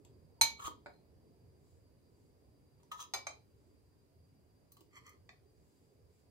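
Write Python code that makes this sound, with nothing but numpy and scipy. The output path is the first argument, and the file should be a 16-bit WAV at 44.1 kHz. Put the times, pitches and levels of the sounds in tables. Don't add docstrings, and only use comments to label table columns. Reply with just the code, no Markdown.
import sys
import numpy as np
from scipy import signal
from scipy.fft import rfft, irfft
from scipy.io import wavfile
from scipy.ndimage import uniform_filter1d

SR = 44100
rng = np.random.default_rng(int(sys.argv[2]) if len(sys.argv) > 2 else 0)


def transcribe(u):
    v = np.clip(np.atleast_2d(u).T, -1, 1)
    q = np.round(v * 32767).astype(np.int16)
    wavfile.write(sys.argv[1], SR, q)


def volts_from_db(level):
    exponent = np.asarray(level, float) / 20
    return 10 ** exponent


N = 278214

# frequency in Hz, density in dB per Hz.
FAINT_CRACK = [(500, -14.5), (2000, -4.5), (3300, -0.5), (5000, -6), (7500, 3.5), (9500, 0), (16000, -22)]


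def evened(x):
    return x / np.sqrt(np.mean(x ** 2) + 1e-20)


def read(points, hz):
    f, value = np.transpose(points)
    return np.interp(np.log(hz + 1), np.log(f + 1), value)


def coloured(x, points):
    hz = abs(np.fft.fftfreq(4096, 1 / SR))
    log_gain = np.log(volts_from_db(np.maximum(read(points, hz), -100)))
    response = np.exp(np.conj(signal.hilbert(log_gain)))
    taps = np.fft.ifft(response).real[:2048]
    taps = taps.reshape((1,) * (x.ndim - 1) + (-1,))
    return signal.oaconvolve(x, taps, axes=-1)[..., :x.shape[-1]]


def resonate(x, hz, width):
    r = np.exp(-np.pi * width / SR)
    return 2 * signal.lfilter([1 - r], [1, -r * np.exp(2j * np.pi * hz / SR)], x).real


def mode_sum(x, modes):
    return sum(volts_from_db(db) * evened(resonate(resonate(x, hz, w), hz, w)) for hz, w, db in modes)


def spaced(x, lag, left_db):
    f = np.fft.rfftfreq(x.shape[-1])
    late = irfft(rfft(x[0]) * np.exp(-2j * np.pi * f * lag), x.shape[-1])
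    return np.array([late * volts_from_db(left_db), x[1]])


def add(mix, s, sound):
    part = mix[:, round(s * SR):][:, :sound.shape[1]]
    part += sound[:, :part.shape[1]]


def hits(rows, modes, crack_colour, crack_s, rise_s, side=((500, .1), (15000, .1)), hold=0.95,
         inverted=None, apart=False):
    ring_turn = .24
    cracks, rings = np.zeros((2, N)), np.zeros((2, N))
    t = np.arange(SR // 2) / SR
    side, rise = np.array(side), 1 - np.exp(-t / rise_s)
    hz, db, t60 = np.transpose(modes)[:, :, None]
    for s, peak_db, ring_db, tilt_db, lag in rows:
        shared, own = rng.standard_normal(len(t)), rng.standard_normal((2, len(t)))
        tilted = [(f, level + tilt_db * np.log2(f / 2000)) for f, level in crack_colour]
        contact = np.exp(-(t / crack_s) ** hold) * rise
        crack = coloured((0.94 * shared + 0.51 * own) * contact, tilted)
        crack = np.array([coloured(crack[0], side * [1, .5]), coloured(crack[1], side * [1, -.5])])

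        if inverted is None:
            phase = rng.uniform(0, 2 * np.pi, (len(modes), 1))
        else:
            phase = np.pi * np.isin(hz, inverted)
        phase = np.array([phase + 2 * np.pi * (hz * lag / SR + ring_turn), phase])
        level = db + tilt_db * np.log2(hz / 2000) - 60 * t / t60
        lean = np.array([.5, -.5])[:, None, None] * read(side, hz)
        ring = (volts_from_db(level + lean) * np.sin(2 * np.pi * hz * t + phase)).sum(1) * rise

        for out, part, part_db in ((cracks, crack, 0), (rings, ring, ring_db)):
            add(out, s, volts_from_db(peak_db + part_db) * spaced(part / abs(part).max(), lag, -0.55))
    return (cracks, rings) if apart else cracks + rings


def strokes(rows, spoon, grit, lag):
    range_db = 30
    out = np.zeros((2, N))
    for peak_s, pressure_db, swell_s, fade_s, bright_db in rows:
        t = np.arange(-swell_s, fade_s, 1 / SR)
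        force_db = 3.1 * np.minimum(rng.exponential(1, (3, SR // 2)), 5)
        slips = rng.standard_normal((3, SR // 2)) * volts_from_db(force_db)
        slips *= rng.random((3, SR // 2)) < 9000 / SR
        slips = slips[2] + slips[:2] / 2
        low = mode_sum(slips, spoon[:3])
        high = evened(mode_sum(slips, spoon[3:])) + 0.78 * evened(coloured(slips, grit))
        sound = (evened(low) + volts_from_db(bright_db) * evened(high))[:, -len(t):]
        sound = sound * volts_from_db(pressure_db - range_db * np.maximum(-t / swell_s, t / fade_s))
        add(out, peak_s - swell_s, spaced(sound * signal.windows.tukey(len(t), .1), lag, -1.2))
    return out


def bed(colour, patchy_db):
    # frequency in Hz, likeness of the sides from 0 to 1.
    likeness = [(60, 0.22), (130, 1), (290, 0.4), (640, 0.99), (1410, 0.057), (3100, 0.016), (6820, 0.63)]
    # frequency in Hz, left level in dB.
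    left_levels = [(60, -1), (110, -1), (200, 1.5), (380, -4), (700, -2), (1290, -0.5), (2380, 1.5),
                   (4400, -7), (8120, -0.5), (15000, -1)]
    alike_top_hz = 5000
    far_lag = 14
    frames, hz = N // 512 + 5, np.fft.rfftfreq(2048, 1 / SR)
    a, b, c, d, patches = rng.standard_normal((frames, 1025, 5)).T
    patches = evened(uniform_filter1d(uniform_filter1d(patches, size=6, axis=0), size=8, axis=1))
    same = (np.clip(read(likeness, hz), -1, 1) * (hz < alike_top_hz))[:, None]
    right = a + 1j * b
    delay = np.exp(-2j * np.pi * hz * far_lag / SR)[:, None]
    left = same * right * delay + np.sqrt(1 - same ** 2) * (c + 1j * d)
    z = np.array([left * volts_from_db(read(left_levels, hz))[:, None], right])
    z = z * volts_from_db(read(colour, hz)[:, None] + patchy_db * patches)
    return evened(signal.istft(z, nperseg=2048, noverlap=1536)[1][:, :N])


def background():
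    # frequency in Hz, density in dB per Hz.
    rumble_colour = [(18, -64), (30, -39), (52, -13.5), (80, 2), (171, -10.5), (198, -14), (309, -9),
                     (339, -16), (365, -8.5), (415, -7.5), (500, -15.5), (839, -25), (973, -26.5),
                     (1360, -42.5), (2500, -45), (3250, -69.5), (5500, -120)]
    # frequency in Hz, density in dB per Hz.
    hiss_colour = [(590, -26), (1000, 2.5), (1370, -2.5), (3510, -7.5), (4450, -3.5), (4650, -3), (4870, 0),
                   (5610, -7.5), (9850, -8), (15200, -10.5), (16500, -16)]
    # frequency in Hz, width in Hz, level in dB.
    whine_bands = [(4740, 22, -91.5), (10400, 250, -104)]
    # frequency in Hz, level in dB.
    core_hz, core_db = (4756, -93.5)
    t = np.arange(N) / SR
    early_db, settle_s = 4.5, 1.8
    settling = np.exp(-(t / settle_s) ** 2)
    rumble = volts_from_db(-67.5 + early_db * settling) * bed(rumble_colour, patchy_db=2.0)
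    hiss = volts_from_db(-82) * bed(hiss_colour, patchy_db=1.34)
    noise = rng.standard_normal((3, N))
    noise = noise[:2] + 0.22 * noise[2]
    whine = mode_sum(noise, whine_bands)
    whine = whine + volts_from_db(core_db) * evened(np.sin(2 * np.pi * core_hz * t))
    return rumble + hiss + whine


def faint_ticks():
    # start in seconds, peak in dB, ring in dB, tilt in dB per octave, left lag in samples.
    ticks = [
        (0.049, -52.5, -13, 0, 11.7),
        (2.8312, -59.5, -3, 0.0021, 8.7),
    ]
    # frequency in Hz, level in dB, t60 in s.
    modes = [(966, 7, 0.03), (4235, -12, 0.067), (5920, -3, 0.06), (7160, -6, 0.032)]
    return hits(ticks, modes, FAINT_CRACK, crack_s=0.003, rise_s=0.00012)


def brushes():
    # start in seconds, peak in dB, ring in dB, tilt in dB per octave, left lag in samples.
    touches = [
        (0.385, -85, 16, -14, 8),
        (0.934, -76, 6, 6, 8),
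        (0.959, -80, 6, 6, 8),
    ]
    # frequency in Hz, level in dB, t60 in s.
    modes = [(930, -0.5, 0.065), (4130, -5.5, 0.05), (4200, -4, 0.04)]
    return hits(touches, modes, FAINT_CRACK, crack_s=.004, rise_s=.006)


def rim_clink():
    # start in seconds, peak in dB, ring in dB, tilt in dB per octave, left lag in samples.
    blow = [
        (0.4118, -15, 4, 2, 8.8),
    ]
    # frequency in Hz, level in dB, t60 in s.
    modes = [(884, 2, .07), (912, -4, .19), (946, -14, .09), (2234, -5, .14), (2268, -7, .32),
             (2289, -13, .24), (2316, -16, .22), (2363, -16, .1), (2438, -24, .1), (4044, -8, .1),
             (4067, -2, .15), (4092, -7, .1), (4122, 1.5, .14), (4137, -3, .11), (4241, -17, .1),
             (4484, -18, .06), (6175, -11, .13), (6207, -10, .1), (6234, -17, .22), (6321, -18, .23),
             (6364, -17, .25), (7090, -23, .12), (7214, -24, .12), (8811, -26, .19), (8820, -3, .042),
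             (10750, -31, .2), (11850, -29, .12), (12172, -30, .24), (12226, -24, .15), (13885, -35, .22),
             (14050, -32, .2), (14350, -32, .14), (14600, -33, .08)]
    # frequency in Hz, density in dB per Hz.
    crack = [(80, -14), (400, -15.5), (880, -10.5), (1500, -9), (2270, -3), (2550, -8.5), (3300, -9.5),
             (4150, -4.5), (5500, -16), (6300, -11), (7500, -9), (9000, -17.5), (9700, -40), (10300, -45.5),
             (12200, -7), (14200, -17), (14900, -41.5), (16500, -55)]
    # frequency in Hz, left minus right in dB.
    side = [(900, 2.5), (2270, -1), (4100, -1), (6300, -15.5), (7400, -3.5), (8820, 19.5), (10500, -8),
            (12300, 1.5), (14000, 2)]
    inverted = [946, 2289, 4122, 4137, 8811]
    return hits(blow, modes, crack, crack_s=0.0075, rise_s=.0003, side=side, hold=1.8,
                inverted=inverted, apart=True)


def thuds():
    # start in seconds, peak in dB, ring in dB, tilt in dB per octave, left lag in samples.
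    jerks = [
        (0.416, -53.5, 8.5, -0.5, 11),
        (0.645, -65, 14, 0, 12),
        (3.14, -63, 4, 6, 12),
    ]
    # frequency in Hz, level in dB, t60 in s.
    modes = [(68.4, -1, 0.21), (92, -2.5, 0.048), (123.3, -5.5, 0.056)]
    # frequency in Hz, density in dB per Hz.
    crack = [(40, -11.5), (90, -0.5), (250, -11), (600, -42.5), (2000, -79)]
    return hits(jerks, modes, crack, crack_s=0.025, rise_s=.006)


def bites():
    # start in seconds, peak in dB, ring in dB, tilt in dB per octave, left lag in samples.
    crunches = [(0.593, -47.5, -2, 0.11, 6.3), (0.6195, -48, 1, 3.4, 8.5), (0.625, -53, 5, .1, 6.9),
                (0.647, -41.5, 2.5, .1, 5.1), (0.657, -41, -5, .1, 9), (2.7994, -71, -2, 0.1, 6.2),
                (2.9156, -36.5, -3.5, 0.09, 7.2), (2.922, -50, -12, 0.091, 4.3), (2.98, -52, -25, 3.6, 7),
                (2.992, -53.5, 10.5, .1, 4.6), (3.0005, -45, -9, 3.3, 14), (3.02, -49, -6, .1, 4.8),
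                (3.032, -53, -11, .1, 6.1)]
    # frequency in Hz, level in dB, t60 in s.
    modes = [(1108, 17, 0.037), (1265, 4.5, 0.14), (1720, -5, 0.09), (3470, -12, .04), (3940, -8, .04),
             (6400, -7, 0.051)]
    # frequency in Hz, density in dB per Hz.
    crack = [(290, -32), (500, -7), (1060, -24.5), (1400, -27), (1770, -7), (2130, -13.5), (3060, -3.5),
             (4280, -10), (5630, -53), (7100, -12.5), (10100, -21.5), (16000, -24)]
    return hits(crunches, modes, crack, crack_s=0.0108, rise_s=0.00071)


def digging():
    # peak in seconds, pressure in dB, swell in s, fade in s, brightness in dB.
    first_dig = [
        (0.598, -48.5, 0.0032, 0.14, -11),
        (0.672, -40.5, .1, 0.04, -5.5),
    ]
    # peak in seconds, pressure in dB, swell in s, fade in s, brightness in dB.
    second_dig = [
        (2.84, -91, 0.036, 0.11, -1.5),
        (2.92, -45, 0.012, 0.087, -8),
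        (3.012, -48.5, 0.051, 0.054, 3.5),
    ]
    # frequency in Hz, width in Hz, level in dB.
    edge_down = [(1140, 230, 1.5), (1249, 62, 9), (1630, 230, -44), (3190, 220, -6), (4120, 140, -17.5),
                 (6460, 230, -0.5), (7400, 1040, -5), (9250, 1100, -11), (11000, 2000, -7),
                 (12830, 450, -20), (14000, 900, -14.5), (15447, 1100, -13)]
    # frequency in Hz, width in Hz, level in dB.
    tipped = [(990, 130, 5), (1260, 19, 8), (1760, 200, -7), (3340, 190, -8.5), (4000, 390, -14),
              (6340, 820, -1.5), (7000, 700, -12.5), (9100, 1100, -18.5), (11000, 1100, -18.5),
              (12300, 720, -21.5), (14200, 900, -22), (15450, 900, -25)]
    # frequency in Hz, density in dB per Hz.
    grit = [(180, -61), (300, -14), (537, -24), (787, -31), (1210, 19), (2070, -78), (3400, -8.5),
            (4990, -4), (6410, 11), (10000, -72), (16000, -32)]
    return strokes(first_dig, edge_down, grit, lag=10.6) + strokes(second_dig, tipped, grit, lag=8.44)


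def thumps():
    # start in seconds, peak in dB, ring in dB, tilt in dB per octave, left lag in samples.
    stops = [
        (0.674, -42, 1.2, 0.083, 19),
        (0.680, -37, 0.76, 0.1, 9.1),
        (0.688, -60, -2, .1, 40),
    ]
    # frequency in Hz, level in dB, t60 in s.
    modes = [(314, -4.5, 0.011), (391, -4, 0.021), (997, 5.5, 0.017), (1197, -9, 0.014)]
    # frequency in Hz, density in dB per Hz.
    crack = [(150, -13), (395, 4), (710, -10.5), (1200, -18), (2400, -14.5), (2740, -21), (3220, -22),
             (5000, -31), (6500, -59), (11000, -120)]
    return hits(stops, modes, crack, crack_s=0.00083, rise_s=0.0008,
                side=[(300, -1.5), (600, -6.5), (1200, 0.5)])


def dull_knock():
    # start in seconds, peak in dB, ring in dB, tilt in dB per octave, left lag in samples.
    bounces = [
        (0.86, -38, -10.5, -0.7, 4.4),
        (0.866, -41.5, -16, 0, 6.7),
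        (0.879, -60, -10, -5, 5.3),
    ]
    # frequency in Hz, level in dB, t60 in s.
    modes = [(571, 2.5, 0.12), (1130, -1, 0.04), (1550, -25, 0.075), (1950, -5, 0.048), (2360, -3.5, 0.16),
             (375, -10, .06), (4130, -11, 0.09), (4870, 4, 0.012)]
    # frequency in Hz, density in dB per Hz.
    crack = [(150, -5.5), (400, -3.5), (1110, 0), (1270, -3.5), (1530, 5.5), (1990, -12), (2390, 0.5),
             (2800, -28), (4100, -15), (4600, -16), (5050, -16), (5600, -44), (7600, -21), (16000, -61)]
    return hits(bounces, modes, crack, crack_s=0.0019, rise_s=0.00042)


def rustle():
    # middle in seconds, half length in s, level in dB.
    movements = [
        (1.709, 0.11, -82),
        (2.223, 0.12, -86.5),
        (3.653, 0.12, -87.5),
        (5.736, 0.21, -83),
        (6.179, 0.085, -82.5),
    ]
    # frequency in Hz, level in dB.
    colour = [(1500, -17.5), (4000, -8), (6300, -8.5), (7500, 0.5), (8700, -9.5), (12000, -14.5),
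              (16000, -14.5)]
    t = np.arange(N) / SR
    swell = sum(volts_from_db(db) * np.exp(-((t - s) / half) ** 2) for s, half, db in movements)
    return swell * evened(coloured(rng.standard_normal((2, N)), colour))


def wall_tap():
    # start in seconds, peak in dB, ring in dB, tilt in dB per octave, left lag in samples.
    tap = [
        (3.137, -28.5, 1.5, 3.5, 5.4),
    ]
    # frequency in Hz, level in dB, t60 in s.
    modes = [(564, -12.5, 0.44), (2305, -7, 0.2), (1200, -2, 0.055), (1890, 3, .04), (3580, -24, 0.089),
             (3530, -3, 0.038), (4120, -12, 0.061), (4055, -1.5, 0.043), (4980, 9, 0.0099),
             (7570, -18, 0.069), (6330, 1.5, 0.072), (7300, -5, 0.042), (8700, -22, .06),
             (11940, -18, 0.073)]
    # frequency in Hz, density in dB per Hz.
    crack = [(120, -52), (300, -2), (737, 7.5), (1500, 1), (1950, -13), (2360, -4), (3240, -12), (4090, 4),
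             (5610, -8.5), (6410, -19), (8220, -21), (8940, -18), (14500, -22), (16000, -42)]
    return hits(tap, modes, crack, crack_s=0.0083, rise_s=0.00043)


def second_tap():
    # start in seconds, peak in dB, ring in dB, tilt in dB per octave, left lag in samples.
    tap = [
        (3.268, -30.5, -2.5, 0.1, 8.3),
    ]
    # frequency in Hz, level in dB, t60 in s.
    modes = [(847, -8.5, 0.075), (2330, -10.5, 0.13), (2354, -2, 0.073), (3125, -7, 0.021),
             (4000, -16, 0.033), (4670, -26, 0.055), (6300, 3, 0.036), (6350, -16, 0.0481),
             (7470, 0.5, 0.017), (8910, -11.5, 0.043)]
    # frequency in Hz, density in dB per Hz.
    crack = [(180, -43), (300, -17), (725, 5.5), (1360, 1), (2280, 6), (2880, -21.5), (4020, 2), (6410, -8),
             (8360, -21.5), (14500, -21), (16000, -87)]
    return hits(tap, modes, crack, crack_s=0.0022, rise_s=0.00091)


def edge_ticks():
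    # start in seconds, peak in dB, ring in dB, tilt in dB per octave, left lag in samples.
    ticks = [
        (4.7192, -41, -13.5, 8, 7.2),
        (4.7683, -51, -6.5, 1, 7.1),
        (4.8068, -50, -35, 0, 6.1),
    ]
    # frequency in Hz, level in dB, t60 in s.
    modes = [(1134, 3.5, 0.035), (4100, -12.5, 0.17), (5950, -8, 0.023), (8400, -9, 0.033),
             (14400, -19, 0.13)]
    # frequency in Hz, density in dB per Hz.
    crack = [(150, -16), (350, 5), (800, -9), (1160, -6.5), (1500, -32), (3070, -7), (3600, -18),
             (4120, -13), (6000, -20.5), (8900, -10), (9600, -17), (14100, -17.5), (16500, -12)]
    return hits(ticks, modes, crack, crack_s=0.0047, rise_s=0.00029)


def flat_scrape():
    # start in seconds, peak in dB, ring in dB, tilt in dB per octave, left lag in samples.
    catches = [
        (4.931, -63, 3, -1, 10.3),
        (4.955, -53.5, -10, 2.5, 8.7),
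        (4.9662, -52.5, -19, -5, 8.7),
        (5.0645, -47, -6, 3.5, 6.42),
        (5.093, -47, -22, 4.5, 9.5),
    ]
    # frequency in Hz, level in dB, t60 in s.
    modes = [(1050, 2, 0.026), (1193, 2, 0.03), (1950, 1, 0.043), (3130, -15, 0.035), (4300, -12, 0.04),
             (6000, -6, 0.04), (7300, 0, .04)]
    # peak in seconds, pressure in dB, swell in s, fade in s, brightness in dB.
    drags = [
        (4.774, -85.5, .02, 0.11, 7),
        (4.974, -55, 0.069, 0.052, -3.5),
        (5.078, -59.5, 0.099, .12, -5.5),
    ]
    # frequency in Hz, width in Hz, level in dB.
    flat_spoon = [(1062, 107, 8), (1210, 140, 10), (2010, 530, 9), (3110, 390, -12.5), (4360, 310, -9),
                  (5700, 580, -15), (7340, 360, -8), (8750, 720, -17), (11650, 1100, -20)]
    # frequency in Hz, density in dB per Hz.
    fine_grit = [(300, -40), (800, -31), (1140, 7), (1500, -15), (2050, 4), (2750, -42), (3200, -3),
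                 (3600, -46), (3900, -50), (4350, -23), (5200, -12), (6000, -5), (7400, -16), (10000, -21),
                 (16000, -25.5)]
    # frequency in Hz, gain in dB.
    gaps = [(1500, -2), (1600, -7), (1750, -1.5), (2550, 2.5), (2800, -15), (3000, 6.5), (3380, 0),
            (3600, -30), (3950, -24), (4150, -1), (4900, -4), (5150, -16), (5400, -1.5)]
    jolts = hits(catches, modes, fine_grit, crack_s=0.0038, rise_s=0.00026)
    return coloured(jolts + strokes(drags, flat_spoon, fine_grit, lag=8.2), gaps)


def muffled_knock():
    # start in seconds, peak in dB, ring in dB, tilt in dB per octave, left lag in samples.
    knock = [
        (5.291, -43.5, -7, 5, 7.1),
    ]
    # frequency in Hz, level in dB, t60 in s.
    modes = [(745, 5.5, 0.066), (1132, -10, 0.049), (1948, 3.5, 0.043), (2500, -10, 0.12), (3540, 0, 0.015),
             (4350, -17, 0.05)]
    # frequency in Hz, density in dB per Hz.
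    crack = [(180, -48), (300, 1), (749, 7), (1390, -4.5), (1970, 1), (2440, 1), (2840, -17), (4440, -7.5),
             (5430, -24), (7000, -23), (16000, -69)]
    return hits(knock, modes, crack, crack_s=0.0028, rise_s=0.00071)


def kitchen(x):
    # frequency in Hz, t60 in s.
    decay = [(200, 0.2944), (600, 0.35), (1500, 0.22), (4000, 0.32), (8000, 0.17), (15000, 0.17)]
    bend_db = 1.5
    taps = np.zeros((2, SR // 2))
    at = np.arange(60, SR // 2 - 20, 20) + rng.integers(0, 20, (2, (SR // 2 - 61) // 20))
    np.put_along_axis(taps, at, rng.choice([-1., 1.], at.shape), 1)
    hz, t, z = signal.stft(taps, SR, nperseg=256)
    fall_db = -60 * t / read(decay, hz)[:, None] - bend_db * (10 * t) ** 2
    tail = signal.istft(z * volts_from_db(fall_db), SR, nperseg=256)[1]
    return signal.fftconvolve(x + 0.84 * x[::-1], tail / np.linalg.norm(tail[0]), axes=1)[:, :N]


def worktop(x):
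    # frequency in Hz, gain in dB.
    dips = [(5750, -2), (8300, -18), (10350, -12.5), (13050, -9.5)]
    half_hz = 403.5
    return coloured(x, [(hz + side * half_hz, db * (side == 0)) for hz, db in dips for side in (-1, 0, 1)])


def scene():
    crack, ring = rim_clink()
    struck = faint_ticks() + brushes() + dull_knock() + wall_tap() + second_tap()
    struck += edge_ticks() + muffled_knock()
    scraped = thuds() + bites() + digging() + thumps() + flat_scrape()
    room = kitchen(volts_from_db(-1) * crack + volts_from_db(-13) * ring + volts_from_db(-4.5) * struck + volts_from_db(-8.0) * scraped)
    return worktop(crack + ring + struck + scraped + room) + rustle() + background()


def band_limit(x):
    return signal.sosfilt(signal.butter(12, 16710, fs=SR, output="sos"), x)


def record(dry):
    lowpass = signal.firwin(511, 15850, window=("kaiser", 9), fs=SR)
    limited = signal.oaconvolve(dry, lowpass[None], "same")
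    return band_limit(limited + volts_from_db(-29.5) * dry)


dry = scene()
out = record(dry)
transcribe(out)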